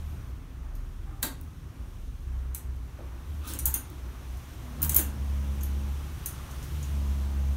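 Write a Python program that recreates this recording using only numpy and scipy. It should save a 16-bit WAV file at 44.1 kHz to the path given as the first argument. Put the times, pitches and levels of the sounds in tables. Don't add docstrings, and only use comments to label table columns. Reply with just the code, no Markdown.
import sys
import numpy as np
from scipy import signal
from scipy.fft import rfft, irfft, next_fast_len
from scipy.io import wavfile
from scipy.ndimage import uniform_filter1d, map_coordinates

SR = 44100
rng = np.random.default_rng(int(sys.argv[2]) if len(sys.argv) > 2 else 0)


def generate_wav(signal):
    frames = np.transpose(np.atleast_2d(signal))
    scaled = np.clip(frames, -1, 1) * 32767
    pcm = np.round(scaled).astype(np.int16)
    wavfile.write(sys.argv[1], SR, pcm)


def gain_from_db(level_db):
    decades = np.asarray(level_db, float) / 20
    return 10 ** decades


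N = 333396

# time_s, level_db
STREET_LEVEL = [(0.0, -61), (0.25, -62.5), (0.4, -65), (1.1, -64.5), (2.1, -63.5), (2.8, -64.5), (3.3, -61),
                (4.1, -59), (4.7, -56.5), (6.0, -55), (6.9, -53.5), (7.3, -55.5), (7.56, -56)]
# pitch_hz, level_db (per Hz)
RUMBLE_COLOUR = [(18, -44), (30, -17), (70, -6), (135, -13.5), (156, -17), (182, -20.5), (217, -25.5),
                 (253, -21.5), (327, -27.5), (500, -37.5), (650, -51), (1100, -120)]
TYRE_COLOUR = [(180, -4.5), (300, -6.5), (346, 0), (442, -9), (480, -10), (560, -6.5), (668, -7.5),
               (1010, -6.5), (1100, -5), (2530, -18), (5000, -47), (6500, -48), (11000, -120)]
HISS_COLOUR = [(1760, -5), (3000, -1.5), (3480, -2.5), (4800, -8), (5950, -4), (7800, -10), (9190, -7),
               (10500, -11.5), (11600, -8), (14500, -10.5), (15300, -11), (16000, -16), (16500, -31)]
# start_s, hold_s, level_db, pitch_hz
FAR_ENGINES = [(0.0, 0.14, -36.5, 74.2), (0.29, 0.025, -38, 63), (0.52, 0.23, -42.5, 63.1),
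               (1.42, 0.034, -41, 75.3), (1.62, 0.055, -41, 60.6), (1.8, 0.033, -39.5, 54),
               (2.0, 0.2, -42, 56.5), (2.26, 0.27, -33.5, 63.9), (2.66, 0.19, -34.5, 63.7),
               (3.03, 0.17, -40, 61.4), (3.3, 0.12, -34.5, 73.4), (3.5, 0.026, -36.5, 69),
               (3.63, 0.075, -31, 64), (3.98, 0.12, -41, 63.4), (4.165, 0.013, -37.5, 60.6),
               (4.24, 0.17, -39, 63.1), (4.72, 0.046, -39, 61), (4.67, 0.12, -49.5, 243),
               (6.575, 0.04, -39, 67.4)]
# start_s, hold_s, level_db, pitch_hz
HEAVY_VEHICLE = [
    (0.0, 0.03, -43, 33),
    (0.75, 0.26, -38, 36.6),
    (2.0, 0.31, -40.5, 36.5),
]
# start_s, hold_s, level_db
BRAKE_SQUEALS = [
    (0.06, 0.075, -69),
    (3.32, 0.15, -69),
    (3.97, 0.03, -80),
    (4.1, 0.04, -78),
    (5.9, 0.19, -71),
    (6.6, 0.25, -69),
]
# start_s, hold_s, boom_db, overshoot_hz
THROTTLE_PUSHES = [
    (4.85, 0.25, -32.5, 9),
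    (5.23, 0.72, -30, 0.27),
    (6.063, 0.043, -39.5, 3.9),
    (6.749, 0.08, -33.5, 6),
    (6.915, 0.6, -28.5, 1.4),
]
# start_s, hold_s, level_db
ENGINE_LOAD = [
    (4.8, 0.11, -48.5),
    (5.04, 0.85, -48.5),
    (6.76, 0.076, -55),
    (6.95, 0.7, -47.5),
]
# order (a plain number), level_db
EXHAUST_ORDERS = [(1, 0), (2, -13), (3, -16), (4, -25.5), (5, -29.5), (6, -52), (7, -32), (8, -35),
                  (9, -37), (10, -37), (11, -77), (12, -33), (13, -56), (14, -35.5), (15, -37), (16, -67)]

# pitch_hz, decay_s (time to fall 60 dB)
SHOP_DECAY = [(200, 0.62), (1000, 0.39), (3000, 0.28), (8000, 0.25), (15000, 0.17)]
# start_s, hold_s, level_db
DRAGS = [
    (3.44, 0.02, -55),
    (3.477, 0.042, -38.5),
    (3.54, 0.017, -45),
    (6.55, 0.004, -58),
    (6.64, 0.004, -51),
    (6.72, 0.004, -59),
]
# pitch_hz, level_db (per Hz)
DRAG_COLOUR = [(1180, -39), (2000, -24), (3430, 4), (4820, 1), (5830, 3), (7310, 0), (9090, 2.5),
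               (14500, -1), (16000, 5.5)]
# start_s, hold_s, level_db
FRAME_JOLTS = [
    (3.45, 0.03, -48),
    (3.5, 0.034, -44),
    (3.68, 0.0064, -44),
    (3.75, 0.0083, -45.5),
    (4.835, 0.02, -45.5),
    (4.92, 0.04, -45),
    (4.99, 0.01, -40),
]
# pitch_hz, level_db (per Hz)
FRAME_COLOUR = [(130, -15), (220, -6.5), (317, -1), (430, -16), (560, -9.5), (604, -16.5), (905, -12),
                (1560, -13), (1960, -22.5), (2750, -17.5), (4500, -26), (5850, -65), (9900, -120)]
# start_s, hold_s, level_db
GARMENT_BUMPS = [
    (1.078, 0.042, -49),
    (2.996, 0.012, -52),
]
# pitch_hz, level_db (per Hz)
BUMP_COLOURS = [
    [(180, -28), (300, 3.5), (673, -20), (782, 5), (934, -23), (1180, -3.5), (2500, -29), (3250, -55),
     (5500, -120)],
    [(120, -31), (200, -2), (545, -9), (889, -10), (1020, -19), (1110, -14), (1500, -20), (1950, -54),
     (3300, -120)],
]
# start_s, peak_db, pitch_hz, decay_s (time to fall 60 dB)
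WOOD_KNOCKS = [(1.2, -43, 790, 0.09), (1.243, -44, 1500, 0.22), (3.465, -42, 287, 0.08),
               (0.33, -54.5, 260, 2.9), (1.232, -34, 238, 0.16), (1.238, -28.5, 280, 0.11),
               (1.24, -34, 287, 0.078), (1.237, -40, 510, 0.079), (1.24, -44, 880, 0.2),
               (1.236, -48, 1590, 0.095), (3, -54, 2500, 0.055), (2.987, -38, 610, 0.055),
               (2.988, -42, 860, .05), (1.245, -50, 4600, .2), (4.99, -41, 2750, 0.11),
               (3.034, -47, 690, .04), (2.94, -43, 280, .07), (2.99, -41, 524, 0.092),
               (3.436, -35, 1252, 0.096), (3.441, -44, 2610, 0.077), (3.5, -33.5, 312, 0.16),
               (3.665, -36.5, 898, 0.17), (3.748, -40, 1553, 0.092), (3.91, -35.5, 320, 0.13),
               (4.83, -34, 930, 0.12), (4.971, -38, 500, 0.12), (4.975, -41, 760, 0.17)]
# start_s, peak_db
BRACKET_TAPS = [(1.233, -31), (1.25, -33), (2.548, -39), (5.02, -43), (2.987, -42), (3.429, -48),
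                (3.44, -46), (3.465, -46), (3.548, -38), (3.592, -38), (3.658, -38), (3.746, -33),
                (4.83, -46), (4.895, -42), (4.965, -40), (4.99, -31)]
# pitch_hz, level_db (per Hz)
TAP_COLOUR = [(400, -30), (900, -6), (1500, -1), (2600, -6), (4200, -4), (5000, -19), (7000, -40),
              (12000, -120)]
# start_s, peak_db
TIP_TICKS = [
    (1.224, -30),
    (1.4125, -32),
    (1.4175, -44),
    (1.4323, -56),
    (1.439, -52),
    (2.765, -45),
    (3.901, -33.5),
]
# start_s, peak_db, thump_db (against the peak)
DROPPED_HANGER = [
    (1.2272, -13.5, -11.5),
]
# pitch_hz, level_db (per Hz)
SNAP_COLOUR = [(530, -37), (900, -9.5), (1630, -6), (2350, -13), (3830, -6), (5070, -12.5), (8550, -5),
               (15000, -4.5), (16500, -12)]
THUMP_COLOUR = [(110, -31), (180, -9), (608, 2), (727, -1), (920, -37), (1090, -5), (2600, -13),
                (3380, -42), (5720, -120)]
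# pitch_hz, width_hz (not needed), level_db
DROPPED_RING = [(619.0, 42, -10.0), (900, 31, -6), (1595, 76, -4.0), (2110, 52, -11), (3185, 75, -15),
                (3800, 31, -7), (4370, 52, -5), (4620, 55, -2), (7200, 31, -15), (8050, 41, -15),
                (8570, 34, 0.0), (9400, 26, -2), (11740, 29, 8), (12200, 39, -8), (14500, 130, -8),
                (14940, 180, 8), (15600, 36, -8)]
# start_s, peak_db, then against the peak hook_db, arm_db, tip_db
HOOK_CLICKS = [(0.751, -41, -15, -16, -17), (3.5882, -17.5, -18, -11.5, -18),
               (3.7402, -10.5, -20, -10.5, -11), (4.371, -47, -9, -9, -17), (4.9625, -1.3, -26.5, -16, -7),
               (5.609, -35, -10, -16, -20), (5.6321, -23, -21, -18, -22), (6.2587, -18, -15, -13, -8),
               (6.2849, -41, -17, 1, -15), (6.5101, -40, -8, -16, -21), (6.626, -39, -9, -9, -19),
               (6.828, -37.5, -4, -7, -22)]
# start_s, peak_db, then against the peak neck_db, arm_db, tip_db
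NECK_RAPS = [(2.5465, -18.5, -17.5, -13.5, -18), (3.6612, -13.5, -18, -16, -10), (4.9648, -9, -19, -18, -8),
             (3.4548, -39, -13, -12, -12), (3.4762, -33, -16, -12, -10), (3.5349, -23, -12, -12, -14),
             (3.6554, -7, -18.5, -16, -9), (3.7606, -40, -16, -8, -14), (4.8186, -19, -19, -12, -6),
             (4.828, -10.5, -21, -16.5, -4), (4.8454, -26.5, -9, -14, -10),
             (4.8938, -9.5, -17.5, -12.5, -11), (4.9191, -25, -10, -12, -6), (4.9448, -7.5, -22, -22, -11),
             (4.9776, -26, -12, -12, -10), (4.984, -20.5, -9, -12, -12), (4.9906, -21, -13, -6, -15)]
# pitch_hz, level_db
MIC_PORT = [(300, -1), (4300, 0.5), (5050, -2.5), (5900, -0.5), (9900, 0), (10600, -4), (11300, 0.5),
            (17000, -1)]

TOP_HZ = 15830


def unit(x):
    return x / np.sqrt(np.mean(x ** 2) + 1e-20)


def along(points, hz):
    f, v = np.transpose(points)
    return np.interp(np.log(hz + 1), np.log(f + 1), v)


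def wobble(rate):
    coarse = np.arange(0, N + 32, 32)
    knots = rng.standard_normal(int(N * rate / SR) + 4)
    return np.interp(np.arange(N), coarse, map_coordinates(knots, [coarse * rate / SR]))


def filtered(x, response):
    m = next_fast_len(N + 8192)
    return irfft(rfft(x, m) * response(np.fft.rfftfreq(m, 1 / SR)), m)[:N]


def rush(colour, patchy_db):
    z = signal.stft(rng.standard_normal(N + 512), nperseg=512)[2]
    field = uniform_filter1d(rng.standard_normal(z.shape), size=6, axis=0)
    field = uniform_filter1d(field, size=14, axis=1)
    x = signal.istft(z * gain_from_db(patchy_db * unit(field)), nperseg=512)[1][:N]
    return unit(filtered(x, lambda hz: gain_from_db(along(colour, hz))))


def band(hz, width_hz):
    return unit(filtered(rng.standard_normal(N), lambda f: np.exp(-((f - hz) / width_hz) ** 2)))


def swell(s, hold, db, rise_db, fall_db):
    t = np.arange(N) / SR
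    before, after = np.clip(s - t, 0, None), np.clip(t - s - hold, 0, None)
    return gain_from_db(db - rise_db * before - fall_db * after)


def swells(rows, rise_db, fall_db):
    return np.max([swell(s, hold, db, rise_db, fall_db) for s, hold, db, *_ in rows], axis=0)


def add(track, s, sound):
    track[round(s * SR):][:len(sound)] += sound


def in_shop(hit, wet_db, gap):
    hz, t, z = signal.stft(rng.standard_normal(SR // 3), SR, nperseg=256)
    fade = gain_from_db(-60 * t / along(SHOP_DECAY, hz)[:, None])
    tail = signal.istft(z * fade * (hz < TOP_HZ)[:, None], SR, nperseg=256)[1]
    tail = tail * np.clip(np.arange(len(tail)) / SR / gap, 0, 1) ** 2
    out = gain_from_db(wet_db) * signal.fftconvolve(hit, tail / np.linalg.norm(tail))
    out[:len(hit)] += hit
    return out


def street():
    s, db = np.transpose(STREET_LEVEL)
    level_db = np.interp(np.arange(N) / SR, s, db)
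    above_quiet_db = level_db + 65
    rumble_db = -45 + 0.31 * above_quiet_db + 0.57 * wobble(4.28)
    rumble = gain_from_db(rumble_db) * rush(RUMBLE_COLOUR, patchy_db=0.54)
    tyres_db = -59 + 0.67 * above_quiet_db + 1.3 * wobble(3.85)
    tyres = gain_from_db(tyres_db) * rush(TYRE_COLOUR, patchy_db=1.04)
    hiss = gain_from_db(level_db + 1.0 + 0.35 * wobble(6)) * rush(HISS_COLOUR, patchy_db=0.7)
    idle = gain_from_db(-51.5) * band(hz=38, width_hz=5.6)
    room_boom = gain_from_db(-47) * band(hz=60.6, width_hz=5.6)
    return rumble + tyres + hiss + idle + room_boom


def hum(rows, unsteady, rise_db, fall_db):
    t, drift = np.arange(N) / SR, unsteady * wobble(14)
    total = np.zeros(N)
    for s, hold, db, hz in rows:
        turn = 2 * np.pi * hz * (t - s) + drift
        total += swell(s, hold, db, rise_db, fall_db) * (np.sin(turn) + gain_from_db(-19) * np.sin(2 * turn))
    return np.sqrt(2) * total


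def brakes():
    upper, lower = band(hz=13000, width_hz=300), band(hz=9440, width_hz=200)
    return swells(BRAKE_SQUEALS, rise_db=170, fall_db=110) * (upper + gain_from_db(-5) * lower)


def engine():
    cruise_hz, settle_s, coast_db = 68.87, 0.09, -43
    second_db, flare_db = -20.5, -59
    t = np.arange(N) / SR
    over_hz = sum(hz * np.exp(-np.abs(t - s) / settle_s) for s, _, _, hz in THROTTLE_PUSHES)
    coast = swell(THROTTLE_PUSHES[0][0], N / SR, coast_db, rise_db=150, fall_db=0) * gain_from_db(2.0 * wobble(6.8))
    pushed = swells(THROTTLE_PUSHES, rise_db=140, fall_db=128) * gain_from_db(0.6 * wobble(9))
    boom = np.maximum(pushed, coast)
    speed_hz = (cruise_hz + over_hz) * (1 + 0.0006 * wobble(8))
    turn = 2 * np.pi * np.cumsum(speed_hz) / SR
    second = (boom * gain_from_db(second_db + wobble(9.4)) + gain_from_db(flare_db) * over_hz) * np.sin(2 * turn)
    upper, third_db = np.zeros(N), EXHAUST_ORDERS[2][1]
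    for k, db in EXHAUST_ORDERS[2:]:
        upper += gain_from_db(db - third_db + 1.15 * wobble(11)) * np.sin(k * turn + k * k)
    loaded = swells(ENGINE_LOAD, rise_db=150, fall_db=250) * upper
    return np.sqrt(2) * (boom * np.sin(turn) + second + loaded)


def garments():
    total = np.zeros(N)
    for row, colour in zip(GARMENT_BUMPS, BUMP_COLOURS):
        total += swell(*row, rise_db=1300, fall_db=203) * rush(colour, patchy_db=4.5)
    return total


def frame_jolts():
    rattle = unit(rush(FRAME_COLOUR, patchy_db=2.5) * gain_from_db(1.2 * wobble(60)))
    return swells(FRAME_JOLTS, rise_db=262, fall_db=145) * rattle


def drags():
    grain = unit(rush(DRAG_COLOUR, patchy_db=2.5) * gain_from_db(1.2 * wobble(250)))
    return swells(DRAGS, rise_db=1200, fall_db=450) * grain


def knocks():
    track, t = np.zeros(N + SR), np.arange(SR // 2) / SR
    for s, db, hz, t60 in WOOD_KNOCKS:
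        spread = 0.016 * min(1, 0.13 / t60)
        trio = sum(np.sin(2 * np.pi * hz * (1 + spread * k) * t + k) for k in (-1, 0, 1.3)) / 2
        hit = gain_from_db(db - 60 * t / t60) * trio * (1 - np.exp(-t / 0.004))
        add(track, s, in_shop(hit, wet_db=-4.5, gap=0.014))
    return track[:N]


def taps():
    track, t = np.zeros(N + SR), np.arange(SR // 20) / SR
    noise = rush(TAP_COLOUR, patchy_db=4.0)
    for s, db in BRACKET_TAPS:
        shape = gain_from_db(db - 8.0 - 60 * t / 0.032) * (1 - np.exp(-t / 0.0014))
        burst = noise[round(s * SR):][:len(t)] * shape
        add(track, s, in_shop(burst, wet_db=-3.5, gap=0.0073))
    return track[:N]


def ticks():
    track, t = np.zeros(N + SR), np.arange(SR // 40) / SR
    for s, db in TIP_TICKS:
        bright = np.diff(rng.standard_normal(len(t) + 2), 2)
        tick = bright * gain_from_db(db - 14.0 - 60 * t / 0.012)
        add(track, s, in_shop(tick, wet_db=-8, gap=0.014))
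    return track[:N]


def clack():
    (s, db, thump_db), t = DROPPED_HANGER[0], np.arange(SR // 5) / SR

    def burst(colour, rise, t60):
        return rush(colour, patchy_db=0.5)[:len(t)] * gain_from_db(-60 * t / t60) * (1 - np.exp(-(t / rise) ** 2))

    ring = np.zeros(len(t))
    for hz, _, level_db in DROPPED_RING:
        t60 = 0.13 * (1000 / hz) ** 0.35
        ring += gain_from_db(level_db - 60 * t / t60) * np.sin(2 * np.pi * hz * t + hz)
    snap = gain_from_db(-3.5) * burst(SNAP_COLOUR, rise=0.0014, t60=0.029)
    thump = gain_from_db(thump_db - 5.0) * burst(THUMP_COLOUR, rise=0.013, t60=0.085)
    hit = snap + gain_from_db(-23) * ring * (1 - np.exp(-t / 0.0018)) + thump
    track = np.zeros(N + SR)
    add(track, s, in_shop(gain_from_db(db) * hit, wet_db=-1.0, gap=0.002))
    return track[:N]


def plastic_modes(t, hz, spread_hz, t60, count, focus_db=0):
    shift, size, phase = rng.standard_normal((3, count, 1))
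    place = np.linspace(-1, 1, count)[:, None] + shift / count
    level = gain_from_db(2.9 * size - focus_db * np.abs(place))
    ring = (level * np.sin(2 * np.pi * (hz + spread_hz * place) * t + 2 * phase)).sum(axis=0)
    ring = ring * gain_from_db(-60 * t / t60) * (1 - np.exp(-(t / 0.0011) ** 2))
    return ring / np.abs(ring).max()


def contact(db, low_db, arm_db, tip_db, hook_db, neck_db, crack_db, lasts, narrow_db):
    t = np.arange(SR // 10) / SR
    hook = plastic_modes(t, 6400, 596, 0.024 * lasts, count=14, focus_db=8)
    neck = plastic_modes(t, 7600, 990, 0.039 * lasts, count=20, focus_db=5)
    arm = plastic_modes(t, 9500, 1000, 0.025 * lasts, count=20, focus_db=3.5 + narrow_db)
    shoulder = plastic_modes(t, 11950, 1400, 0.036 * lasts, count=30, focus_db=narrow_db)
    tip = plastic_modes(t, 14500, 1300, 0.022 * lasts, count=30)
    body = plastic_modes(t, 3500, 2200, 0.063, count=44) * (1 - np.exp(-t / 0.0053))
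    body_db = -30.5 + (0.49 - 1) * db
    crack = np.diff(rng.standard_normal(len(t) + 2), 2) * gain_from_db(-60 * t / 0.011) * (1 - np.exp(-t / 0.00034))
    crack_db = crack_db - 11.5 + 0.3 * tip_db
    hit = gain_from_db(low_db) * (gain_from_db(hook_db) * hook + gain_from_db(neck_db) * neck)
    hit = hit + gain_from_db(arm_db) * arm + gain_from_db(-11.5) * shoulder + gain_from_db(tip_db) * tip
    hit = hit + gain_from_db(body_db) * body + gain_from_db(crack_db) * crack
    return gain_from_db(db + 2.0) * hit


def hangers():
    click = dict(hook_db=0, neck_db=-5, crack_db=-5, lasts=1.25, narrow_db=17)
    rap = dict(hook_db=-4, neck_db=-0.5, crack_db=0.5, lasts=0.75, narrow_db=8)
    track = np.zeros(N + SR)
    for rows, kind in ((HOOK_CLICKS, click), (NECK_RAPS, rap)):
        for s, *levels in rows:
            add(track, s, in_shop(contact(*levels, **kind), wet_db=-3.5, gap=0.0073))
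    return filtered(track[:N], lambda hz: gain_from_db(along(MIC_PORT, hz)))


def scene():
    booms = hum(FAR_ENGINES, unsteady=0.44, rise_db=314, fall_db=236)
    booms = booms + hum(HEAVY_VEHICLE, unsteady=0.29, rise_db=33, fall_db=45)
    outside = street() + booms + brakes() + engine()
    soft = filtered(outside + garments() + frame_jolts() + drags(), lambda hz: hz < TOP_HZ)
    return (soft + knocks() + taps() + ticks() + clack() + hangers())[None]


def low_pass(x):
    return signal.sosfilt(signal.butter(12, 16980, fs=SR, output="sos"), x)


def record(dry):
    def phone(hz):
        return (gain_from_db(-26) + np.clip((TOP_HZ - hz) / 120, 0, 1)) * (hz < 16990)

    return low_pass(filtered(dry[0], phone)[None])


dry = scene()
out = record(dry)
generate_wav(out)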